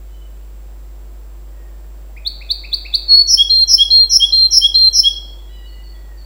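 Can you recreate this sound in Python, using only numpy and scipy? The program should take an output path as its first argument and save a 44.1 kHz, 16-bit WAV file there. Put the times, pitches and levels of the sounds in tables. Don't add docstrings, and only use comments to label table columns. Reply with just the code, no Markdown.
import sys
import numpy as np
from scipy import signal
from scipy.fft import rfft, irfft
from scipy.io import wavfile
from scipy.ndimage import uniform_filter1d

SR = 44100
rng = np.random.default_rng(int(sys.argv[2]) if len(sys.argv) > 2 else 0)


def to_wav(s):
    ch = np.atleast_2d(s).T
    pcm = np.round(np.clip(ch, -1, 1) * 32767)
    wavfile.write(sys.argv[1], SR, pcm.astype(np.int16))


N = 275625
TIME = np.arange(N) / SR
PIP = dict(length_s=.016, glide_hz=40, settle_s=.01, onset=.55, swell_s=.008, release_s=.004)


def canary_upsweeps(pip_lead_s=.011, pip_hz=3470, pip_db=-28):
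    # start_s, end_pitch_hz, level_db
    notes = [(2.259, 4690, -11.2), (2.500, 4770, -7.7), (2.727, 4770, -7.9), (2.937, 4780, -4.7)]
    # harmonic, level_db
    overtones = [(2, -31), (3, -36), (4, -21.5)]
    pips = sing([(start - pip_lead_s, pip_hz, pip_db) for start, _, _ in notes], **PIP)
    return pips + sing(notes, overtones, length_s=.025, glide_hz=-1400, settle_s=.021,
                       onset=.42, swell_s=.016, release_s=.006)


def canary_whistles():
    # start_s, end_pitch_hz, level_db
    lead_note = [(3.079, 4440, -3.2)]
    # start_s, end_pitch_hz, level_db
    notes = [(3.496, 4180, -4.9), (3.903, 4200, -4.7), (4.322, 4165, -5.1), (4.742, 4160, -4.4)]
    # harmonic, level_db
    overtones = [(2, -39), (3, -41.5), (4, -48.5)]
    lead = sing(lead_note, overtones, length_s=.155, glide_hz=170, settle_s=.02,
                drift_hz_per_s=1200, onset=.04, swell_s=.04, release_s=.016)
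    return lead + sing(notes, overtones, waver_hz=16, length_s=.154, glide_hz=-160, settle_s=.008,
                       drift_hz_per_s=-180, onset=.38, swell_s=.014, release_s=.012)


def canary_buzzes():
    # start_s, end_pitch_hz, level_db
    notes = [(3.272, 5350, -1.2), (3.673, 5320, -.5), (4.094, 5350, -.2), (4.506, 5320, .1),
             (4.926, 5320, -1.6)]
    # harmonic, level_db
    overtones = [(2, -25), (3, -23.5)]
    return sing(notes, overtones, buzzing=True, waver_hz=50, length_s=.083, glide_hz=430,
                settle_s=.024, onset=.08, swell_s=.04, release_s=.005)


def canary_slurs():
    # start_s, end_pitch_hz, level_db
    notes = [(3.373, 3375, -3), (3.779, 3350, -2.8), (4.198, 3350, -3.8), (4.613, 3330, -3.8),
             (5.032, 3335, -4.7)]
    # harmonic, level_db
    overtones = [(2, -41.5), (3, -30.5), (4, -46)]
    return sing(notes, overtones, waver_hz=36, length_s=.063, glide_hz=-240, settle_s=.04,
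                onset=.12, swell_s=.04, release_s=.012)


def canary_soft_chirps():
    # start_s, end_pitch_hz, level_db
    notes = [(2.163, 2600, -34.5), (2.408, 2670, -32), (2.635, 2690, -29), (2.848, 2720, -27.5)]
    return sing(notes, overtones=[(2, -19.5)], length_s=.022, glide_hz=-800, settle_s=.016,
                onset=.3, swell_s=.016, release_s=.004)


def sing(notes, overtones=(), buzzing=False, waver_hz=11, **shape):
    out = np.zeros(N)
    for start, pitch, db in notes:
        t, bend_hz, loud = gesture(**shape)
        hz = pitch + bend_hz + waver_hz * walk(250, len(t))
        if buzzing:
            hz, loud = flutter(t, hz, loud)
        phase = 2 * np.pi * np.cumsum(hz) / SR
        edge = sum(undb(level) * np.sin(round(k) * phase) for k, level in overtones)
        tone = np.sin(phase) + np.sqrt(np.abs(loud)) * edge
        add(out, start, undb(db) * loud * tone)
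    return out


def gesture(length_s, glide_hz, settle_s, onset, swell_s, release_s, drift_hz_per_s=0, attack_s=.003):
    t = np.arange(int(length_s * SR)) / SR
    settling = np.exp(-t / settle_s)
    glide = glide_hz * (settling - settling[-1]) / (1 - settling[-1])
    drift = drift_hz_per_s * (t - length_s)
    swell = np.interp(t, [0, swell_s], [onset, 1])
    opening = np.clip(np.minimum(t / attack_s, (length_s - t) / release_s), 0, 1)
    return t, glide + drift, swell * np.sin(np.pi / 2 * opening) ** 2


def flutter(t, hz, loud, rate_hz=235.2, depth=.2, swing_hz=140, widen_hz_per_s=4000):
    break_at_s, break_takes_s, rough_db = .061, .006, -5
    rough = 1 - np.clip((t - break_at_s) / break_takes_s, 0, 1)
    swing = swing_hz + rough * widen_hz_per_s * t
    shake_hz = rate_hz * (1 + .03 * walk(60, len(t)))
    shake = np.sin(2 * np.pi * np.cumsum(shake_hz) / SR)
    return hz + swing * shake, loud * (1 + depth * shake) * undb(rough_db * rough)


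def far_bird():
    # start_s, end_pitch_hz, level_db
    chirp_notes = [(5.085, 4310, -47), (5.26, 4350, -54.5), (5.665, 4290, -50.5), (5.832, 4330, -47.5),
                   (6.172, 4370, -49)]
    # start_s, end_pitch_hz, level_db
    pip_notes = [(5.38, 3370, -45), (5.945, 3357, -52)]
    chirps = sing(chirp_notes, length_s=.065, glide_hz=290, settle_s=.04,
                  onset=.5, swell_s=.012, release_s=.02)
    return chirps + sing(pip_notes, **PIP)


def far_calls(waver_hz=10, arch_hz_per_s=75):
    # start_s, length_s, pitch_hz, fall_hz, level_db, throat_hz, throat_width_hz
    calls = [(0.08, 0.2, 995, 5, -60.5, 2900, 900), (1.47, 0.3, 938, 60, -65, 1900, 600),
             (5.486, 0.15, 974, 9, -51, 3330, 1370), (5.56, 0.22, 954, 4, -52, 2870, 700),
             (5.46, .8, 950, 72, -60.5, 1950, 500)]
    out = np.zeros(N)
    for start, length, pitch, fall, db, throat, width in calls:
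        progress = np.linspace(0, 1, int(length * SR))
        arch = arch_hz_per_s * length * np.sin(np.pi * progress)
        hz = pitch + arch - fall * progress ** 2 + waver_hz * walk(63.4, len(progress))
        phase = 2 * np.pi * np.cumsum(hz) / SR
        tone = sum(np.sin(k * phase) / (1 + (2 * (k * pitch - throat) / width) ** 2) for k in range(2, 6))
        swell = np.sqrt(4 * progress * (1 - progress))
        add(out, start, undb(db) * swell * tone)
    return out


def room(x, direct, wet_db, treble_db=9, build_s=.0059):
    # delay_ms, gain
    echoes = [(1.9, 0.027), (4.6, 0.13), (9.5, 0.2)]
    whistle_t60_s, buzz_t60_s, treble_t60_s = .63, .5, .33
    t = np.arange(SR) / SR
    noise = rng.standard_normal(SR)
    low = signal.sosfiltfilt(signal.butter(6, 4700, fs=SR, output="sos"), noise)
    song_band = signal.sosfiltfilt(signal.butter(6, 7000, fs=SR, output="sos"), noise)
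    decay = undb(-60 * t / whistle_t60_s)
    tail = low * decay
    tail += (song_band - low) * undb(-60 * t / buzz_t60_s)
    tail += (noise - song_band) * undb(treble_db - 60 * t / treble_t60_s)
    build = np.clip(t / build_s - .5, 0, 1)
    response = undb(wet_db) * tail * build / np.sqrt(np.sum(decay ** 2))
    response[0] += direct
    for ms, gain in echoes:
        response[int(ms * SR / 1000)] += direct * gain
    return signal.fftconvolve(x, response)[:N]


def far_motor(start_hz=385, end_hz=950, waver_hz=6, flicker_db=3):
    level_db, rise_s, fade_db_per_s = -60, 1.6, 1.9
    hz = np.sqrt(np.linspace(start_hz ** 2, end_hz ** 2, N))
    phase = 2 * np.pi * np.cumsum(hz + waver_hz * walk(27, N)) / SR
    db = level_db - fade_db_per_s * TIME + flicker_db * walk(5, N)
    return np.minimum(TIME / rise_s, 1) * undb(db) * unit(np.sin(phase))


def room_tone(level_db=-49.5, swell_db=2.5, crest_s=3.63, half_width_s=2.2, flicker_db=1):
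    # frequency_hz, relative_db
    spectrum = [(30, -78.5), (100, -80), (250, -82.5), (500, -81.5), (800, -85.5), (1300, -91.5),
                (2200, -96.5), (3500, -99.5), (5500, -101), (7000, -102.5), (11000, -104), (15500, -104.5)]
    hz, db = np.transpose(spectrum)
    colour = undb(np.interp(np.log(np.fft.rfftfreq(N, 1 / SR) + 1), np.log(hz), db))
    noise = undb(level_db) * unit(irfft(rfft(rng.standard_normal(N)) * colour, N))
    mids = signal.sosfiltfilt(signal.butter(2, [400, 1600], "band", fs=SR, output="sos"), noise)
    swell = swell_db * np.exp(-((TIME - crest_s) / half_width_s) ** 2)
    mid_gain = undb(swell - swell.mean() + flicker_db * walk(6, N))
    return noise + mids * (mid_gain - 1)


def electronics(mains_hz=50, mains_db=-32, frame_hz=30.05, tick_db=-68, tick_share=.1):
    # pitch_hz, rms_db
    hum = [(149.5, -62), (343, -58)]
    # pitch_hz, rms_db
    whine = [(7582, -66.5), (7996, -73.5), (11373, -82.5), (13269, -75), (15165, -62)]
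    out = undb(mains_db) * unit(np.sin(2 * np.pi * mains_hz * TIME))
    for hz, db in hum:
        tone = np.sin(2 * np.pi * hz * TIME + .79 * walk(3, N))
        out += undb(db) * unit(tone * undb(2 * walk(8.2, N)))
    for hz, db in whine:
        out += undb(db) * unit(np.sin(2 * np.pi * hz * TIME))
    bursts = rng.standard_normal(N) * (TIME * frame_hz % 1 < tick_share)
    ticks = signal.sosfilt(signal.butter(2, [14750, 15500], "band", fs=SR, output="sos"), bursts)
    return out + undb(tick_db) * unit(ticks)


def undb(db):
    return 10 ** (np.asarray(db) / 20)


def unit(x):
    return x / np.sqrt(np.mean(x ** 2))


def add(track, start_s, sound):
    i = int(start_s * SR)
    track[i:i + len(sound)] += sound[:N - i]


def walk(rate_hz, size):
    hold = max(int(SR / rate_hz), 2)
    steps = np.repeat(rng.standard_normal(size // hold + 1), hold)
    return uniform_filter1d(uniform_filter1d(steps, hold), hold)[:size]


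def scene():
    song = canary_upsweeps() + canary_whistles() + canary_buzzes() + canary_slurs()
    near = room(song, direct=.98, wet_db=-9.5)
    soft = room(canary_soft_chirps(), direct=.98, wet_db=-3)
    far = room(far_bird() + far_calls(), direct=1, wet_db=5.5)
    return (near + soft + far + far_motor() + room_tone() + electronics())[None]


def record(dry):
    top_cut = signal.ellip(10, .1, 70, 15750, fs=SR, output="sos")
    return signal.sosfilt(top_cut, np.clip(dry, -1, 1))


dry = scene()
out = record(dry)
to_wav(out)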